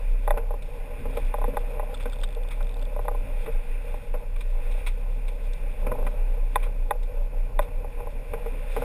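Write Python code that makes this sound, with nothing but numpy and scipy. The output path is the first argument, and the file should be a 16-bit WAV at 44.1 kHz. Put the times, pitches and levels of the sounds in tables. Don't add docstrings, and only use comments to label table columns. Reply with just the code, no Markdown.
import sys
import numpy as np
from scipy import signal
from scipy.fft import rfft, irfft, next_fast_len
from scipy.io import wavfile
from scipy.ndimage import map_coordinates

SR = 44100
rng = np.random.default_rng(int(sys.argv[2]) if len(sys.argv) > 2 else 0)


def to_wav(sig):
    pcm = np.clip(np.atleast_2d(sig), -1, 1) * 32767
    pcm = np.round(pcm).astype(np.int16)
    wavfile.write(sys.argv[1], SR, pcm.T)


N = 389844
TIME = np.arange(N) / SR
HIT_TIME = np.arange(SR // 6) / SR

# t/s, level/dB
WASH_ENVELOPE = [(0.0, -47), (0.2, -50.5), (0.3, -43), (0.6, -48), (1.3, -44.5), (1.5, -43), (1.6, -42),
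                 (2.5, -48), (3.2, -44), (4.0, -49.5), (5.6, -49.5), (5.9, -42.5), (6.2, -46.5),
                 (7.2, -48.5), (8.7, -45.5), (8.8, -44)]
# f/Hz, density/dB
WASH_SPECTRUM = [(200, -22), (370, -21), (440, -4), (485, 3), (530, -3), (595, 0), (690, -17.5),
                 (820, -5.5), (935, -15.5), (1020, -10.5), (1150, -23.5), (1500, -24.5), (2200, -53)]
# f/Hz, level/dB, t60/s
HOUSING_MODES = [(489.7, -5.5, 0.057), (586, -5, 0.042), (817.5, 1, 0.035), (1013, 2.5, 0.028),
                 (1195, -4, 0.03), (1489, -7.5, 0.035), (1605, -10.5, 0.031), (1937, -1.5, 0.025),
                 (2400, -5.5, 0.016), (2488, -7.5, 0.024), (3570, -4.5, 0.017)]


def amp(db):
    return 10 ** (np.asarray(db) / 20)


def unit(x):
    return x / np.sqrt(np.mean(x ** 2) + 1e-20)


def unit_peak(x):
    return x / (np.abs(x).max() + 1e-20)


def curves(rows):
    times_s, *columns = np.transpose(rows)
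    return [np.interp(TIME, times_s, column) for column in columns]


def wobble(rate_hz):
    return map_coordinates(rng.standard_normal(int(N * rate_hz / SR) + 4), [TIME * rate_hz])


def filtered(x, response):
    size = next_fast_len(len(x) + 8192)
    return irfft(rfft(x, size) * response(np.fft.rfftfreq(size, 1 / SR)), size)[:len(x)]


def coloured(x, spectrum):
    points_hz, db = np.transpose(spectrum)
    return unit(filtered(x, lambda hz: amp(np.interp(np.log(hz + 1), np.log(points_hz), db))))


def add(track, start_s, sound):
    part = track[max(round(start_s * SR), 0):][:len(sound)]
    part += sound[:len(part)]


def ring(modes, tilt_db_oct, scatter_db):
    hz, db, t60_s = np.transpose(modes)[:, :, None]
    level_db = db + tilt_db_oct * np.log2(hz / hz[0]) + scatter_db * rng.standard_normal(hz.shape)
    sign = (-1) ** np.arange(len(hz))[:, None]
    decay = amp(level_db - 60 * HIT_TIME / t60_s)
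    return np.sum(sign * decay * np.sin(2 * np.pi * hz * HIT_TIME), axis=0)


def pulse(rise_s):
    age = HIT_TIME / max(rise_s, 1e-4)
    return age * np.exp(1 - age)


def burst(spectrum, rise_s):
    return unit_peak(coloured(rng.standard_normal(len(HIT_TIME)), spectrum) * pulse(rise_s))


def drops(spread_db, count):
    sizes = amp(spread_db * rng.standard_normal(count)) * rng.choice([-1, 1], count)
    return unit(np.bincount(rng.integers(0, N, count), sizes, N))


def shell(x):
    return signal.sosfilt(signal.butter(2, 350, "highpass", fs=SR, output="sos"), x)


def cycle_angle():
    firing_hz, throb_at_s = 31.3, 6.057
    swell_s, crest_at_s, speed_sway = 2.35, 1.25, 0.012
    sway_s = speed_sway * swell_s / (2 * np.pi) * np.cos(2 * np.pi * (TIME - crest_at_s) / swell_s)
    return 2 * np.pi * firing_hz / 6 * (TIME + sway_s - throb_at_s)


def foam():
    # t/s, level/dB
    foam_envelope = [(0.0, -53), (0.3, -55.5), (0.5, -58), (1.1, -51), (2.4, -56), (3.1, -55), (3.4, -51.5),
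                     (4.0, -54), (4.3, -58.5), (4.8, -51), (5.0, -57.0), (5.7, -54), (5.8, -53.0),
                     (6.5, -56.5), (6.6, -50.5), (6.7, -58.5), (7.3, -58.5), (7.6, -57.5), (8.2, -56),
                     (8.8, -48.5)]
    # f/Hz, density/dB
    hiss_spectrum = [(500, -12), (1100, -5.5), (1330, -5), (1520, 1), (1720, -4), (1950, 0), (2200, 0.5),
                     (2450, 7), (2700, 0.5), (3000, -10), (3500, -32), (6000, -56)]
    fizz_spectrum = [(1500, -18), (2900, -15), (3200, 0), (3550, 3), (4100, -11), (5300, -12), (6000, -24)]
    foam_db, = curves(foam_envelope)
    hiss = amp(foam_db + 0.76 * wobble(17)) * coloured(rng.standard_normal(N), hiss_spectrum)
    fizz_db = -67.5 + 1.1 * (foam_db - foam_db.mean()) + 2 * wobble(25)
    crackle = rng.standard_normal(N) + 0.27 * drops(spread_db=9, count=7000)
    return hiss + amp(fizz_db) * coloured(crackle, fizz_spectrum)


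def wash():
    wash_db, = curves(WASH_ENVELOPE)
    flow = rng.standard_normal(N) + 0.45 * drops(spread_db=4.5, count=1500)
    chatter = 1 + 0.2 * np.cos(6 * cycle_angle())
    gurgle = flow * chatter * amp(1.92 * wobble(14))
    return amp(wash_db + 1.5) * coloured(gurgle, WASH_SPECTRUM)


def rumble():
    # f/Hz, density/dB
    spectrum = [(12, -26), (30, -2), (50, -2.5), (72, 3), (86, -1), (110, -1.5), (150, -6.5), (170, -13.5),
                (200, -8.5), (235, -12.5), (272, -5), (310, -22), (420, -14.5), (900, -75)]
    # t/s, level/dB, half width/s
    shoves = [(1.03, -41, 0.069), (1.214, -44.5, 0.083), (1.493, -41, 0.043), (3.473, -40, 0.028),
              (4.33, -49, 0.044), (5.873, -34.5, 0.03), (6.026, -39.5, .07), (8.33, -41, .03),
              (8.79, -38, 0.024)]
    wash_db, = curves(WASH_ENVELOPE)
    steady = amp(-47 + 0.42 * (wash_db - wash_db.mean()) + 1.2 * wobble(12))
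    surge = sum(amp(db) * np.exp(-0.5 * ((TIME - at_s) / half_s) ** 2) for at_s, db, half_s in shoves)
    return np.hypot(steady, surge) * coloured(rng.standard_normal(N), spectrum)


def sprays():
    # t/s, peak/dB, length/s, tilt/(dB/octave)
    landings = [(.622, -40, 0.0068, 2), (1.169, -29, 0.0058, -7), (1.997, -34.5, 0.021, -4.5),
                (2.505, -34, 0.02, -3), (3.46, -30.5, 0.0077, -14), (4.361, -36.5, 0.0065, -6.5),
                (4.405, -32.5, 0.013, -3), (4.708, -39.5, .025, 3), (4.862, -26, .017, -2),
                (5.278, -35.5, 0.013, -2), (5.532, -35.5, 0.0063, 12), (6.625, -33, 0.02, -5.5),
                (7.029, -41.5, 0.0081, 3), (7.615, -38.5, 0.018, -6), (8.69, -42, 0.12, 6)]
    # f/Hz, density/dB
    spectrum = [(500, -13), (1000, 7), (1500, 4), (1750, 3), (2400, 17), (3000, 2), (3600, 12.5),
                (4400, -6), (5400, -6), (6000, -8)]
    out = np.zeros(N)
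    for at_s, peak_db, length_s, tilt_db_oct in landings:
        tilted = [(hz, db + tilt_db_oct * np.log2(hz / 3000)) for hz, db in spectrum]
        add(out, at_s, amp(peak_db) * burst(tilted, rise_s=length_s / 2))
    return out


def reel():
    # start/s, end/s
    pulls = [(1.955, 2.37), (2.445, 2.5), (2.625, 2.86)]
    # t/s, peak/dB, length/s
    snaps = [(1.941, -32, 0.0071), (2.129, -34, .005), (2.233, -27.5, 0.0062), (2.823, -37.5, 0.0038)]
    # f/Hz, density/dB
    scrape_spectrum = [(700, -33), (1300, 17.5), (1800, 3), (2500, -2), (3600, 14.5), (4400, -4.5),
                       (5300, -7), (6000, -2.5)]
    # f/Hz, level/dB, t60/s
    pawl_modes = [(3060, 4.5, 0.0038), (3470, 4.5, 0.0083), (3660, -0.5, 0.0073), (4270, -7, 0.0046),
                  (5120, -2, 0.006)]
    tooth_hz, tooth_db, spread_db, tooth_s = 48, -42.5, 2.5, 0.00062
    times_s = np.concatenate([np.arange(start_s, end_s, 1 / tooth_hz) for start_s, end_s in pulls])
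    jitter = rng.standard_normal((len(times_s), 2))
    teeth = [(at_s + 0.25 * late / tooth_hz, tooth_db + spread_db * size, tooth_s)
             for at_s, (late, size) in zip(times_s, jitter)]
    out = np.zeros(N)
    for at_s, peak_db, length_s in [*snaps, *teeth]:
        scrape = burst(scrape_spectrum, rise_s=length_s / 2)
        detune = np.exp(0.037 * rng.standard_normal())
        pawl = ring(np.array(pawl_modes) * [detune, 1, 1], tilt_db_oct=1, scatter_db=1.5)
        ping = unit_peak(signal.fftconvolve(scrape, pawl)[:len(HIT_TIME)])
        add(out, at_s, amp(peak_db) * unit_peak(0.7 * ping + scrape))
    return out


def slaps():
    # t/s, level/dB, sharpness/dB, air gulp re boom/dB, hull panel re boom/dB
    waves = [(.372, -23, -4, -5, -23), (1.053, -30, -9, -2, -15), (1.171, -19.5, -20, -6, -23),
             (1.478, -23, -25, -8.5, -7.5), (1.534, -28.5, -16, -5, -17), (2.055, -27, -3.5, -3, -10),
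             (2.366, -31.5, -22, -2, -30), (2.604, -33.5, -1, -23, -22), (3.476, -32, -8, 4.5, -15),
             (4.139, -22.5, -12.5, -16, -30), (5.865, -23.5, -5, -16, -16), (5.914, -21.5, -13, -13, -14),
             (6.065, -27.5, 1.5, -28, -28), (6.663, -32.5, -7, -28, -30), (7.093, -38, -29, -4, -25),
             (8.334, -25, -4.5, -1.5, -30), (8.459, -31, -5, 3.5, -25), (8.763, -18.5, -8, -6.5, -35),
             (8.819, -20.5, -9, -23, -19)]
    # f/Hz, level/dB, t60/s
    panel_modes = [(186, -7, 0.1), (220, 5, 0.12), (265.6, 2, 0.15)]
    # f/Hz, density/dB
    splash_spectrum = [(500, -14), (1000, 2), (1500, 16), (1750, -1), (2400, 10.5), (3000, -3.5),
                       (3600, -14), (4400, -19), (5400, -14), (6000, -55)]
    push = (1 - np.exp(-HIT_TIME / 0.0034)) ** 2
    out = np.zeros(N)
    for at_s, level_db, sharp_db, gulp_db, panel_db in waves:
        housing = ring(HOUSING_MODES, tilt_db_oct=0.95 * sharp_db - 2.5, scatter_db=0.5)
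        boom = unit_peak(shell(push * housing))
        panel = amp(panel_db) * unit_peak(push * ring(panel_modes, tilt_db_oct=9, scatter_db=4))
        churn = 0.41 * burst(WASH_SPECTRUM, rise_s=0.011)
        splash = amp(sharp_db - 3) * burst(splash_spectrum, rise_s=0.0048)
        gulp_hz = 470 * np.exp(0.033 * rng.standard_normal()) * (1 + 0.82 * HIT_TIME)
        gulp = amp(gulp_db) * pulse(rise_s=0.0076) * np.sin(2 * np.pi * np.cumsum(gulp_hz) / SR)
        add(out, at_s, amp(level_db) * (boom + panel + churn + splash + gulp))
    return out


def knocks():
    # t/s, peak/dB, rebound count
    impacts = [(0.276, -15, 0), (0.306, -11, 1), (0.506, -23.5, 1), (1.34, -17, 0), (1.383, -24.5, 0),
               (1.415, -21, 0), (1.441, -17.5, 0), (1.569, -14.5, 0), (1.795, -20, 1), (2.962, -25, 0),
               (2.991, -22, 0), (3.081, -16, 2), (3.941, -26.5, 0), (5.917, -18.5, 1), (6.557, -8.5, 0),
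               (6.908, -11, 0), (7.591, -10.5, 0), (7.844, -27.5, 0), (8.003, -27, 0), (8.07, -27, 0)]
    rebound_s, rebound_db = 0.033, -26.5
    hard_knock_db, second_contact_s = -7.5, 0.004826
    blows = [(at_s, peak_db) for at_s, peak_db, _ in impacts]
    rebounds = [(at_s + (k + 1) * rebound_s, rebound_db + 0.5 * k)
                for at_s, _, count in impacts for k in range(round(count))]
    attack = 1 - np.exp(-HIT_TIME / 0.00039)
    out = np.zeros(N)
    for at_s, peak_db in blows + rebounds:
        tilt_db_oct = 0.77 * (peak_db - hard_knock_db)
        knock = unit_peak(attack * ring(HOUSING_MODES, tilt_db_oct, scatter_db=1.5))
        second = unit_peak(ring(HOUSING_MODES, tilt_db_oct - 6.5, scatter_db=5.5))
        add(knock, second_contact_s, 0.57 * second)
        add(out, at_s, amp(peak_db) * unit_peak(shell(knock)))
    return out


def engine():
    # t/s, firing order/dB, uneven-cylinder order/dB
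    shake = [(0.0, -24, -36.0), (0.2, -20.5, -25.5), (0.9, -34, -52), (1.2, -25.5, -35), (1.7, -27.5, -34),
             (3.0, -25.5, -35), (3.7, -31.5, -23), (3.9, -27, -42), (4.1, -35.5, -24), (4.4, -25.0, -44),
             (4.6, -25.5, -21.5), (5.1, -25.0, -39.5), (6.0, -28, -25), (6.2, -22.5, -34), (7.7, -28, -26),
             (7.9, -31, -46), (8.3, -32.5, -37), (8.8, -25.5, -37.5)]
    # multiple of the cycle rate, level/dB
    weak_orders = [(4, -48), (7, -64.5), (12, -54), (13, -61.5), (14, -55), (18, -60), (24, -70), (28, -59)]
    # f/Hz, density/dB
    shudder_spectrum = [(14, -1), (22, 20.5), (28, 15), (34, 14), (42, -13), (60, -44.5)]
    firing_db, uneven_db = curves(shake)
    angle = cycle_angle()
    firing = amp(firing_db) * np.cos(6 * angle)
    uneven = amp(uneven_db) * np.cos(5 * angle)
    weak = sum(amp(db + 0.82 * wobble(9.5)) * np.cos(order * angle + 1.4 * wobble(2.947))
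               for order, db in weak_orders)
    shudder = amp(-35) * coloured(rng.standard_normal(N), shudder_spectrum)
    return np.sqrt(2) * (firing + uneven + weak) + shudder


def scene():
    return (engine() + rumble() + wash() + foam() + knocks() + slaps() + sprays() + reel())[None]


def record(dry):
    hold_hz, top_hz = 12000, 15500
    nyquist_hz = hold_hz / 2
    band = filtered(dry[0], lambda hz: np.clip((nyquist_hz - hz) / 500, 0.05, 1) * (hz < nyquist_hz))
    sidebands = 2 * band * np.cos(2 * np.pi * hold_hz * TIME)
    mirror = filtered(sidebands, lambda hz: np.abs(hz - hold_hz) / np.maximum(hz, nyquist_hz))
    return filtered(band + amp(0.4) * mirror, lambda hz: np.clip((top_hz - hz) / 600, 0, 1))[None]


dry = scene()
out = record(dry)
to_wav(out)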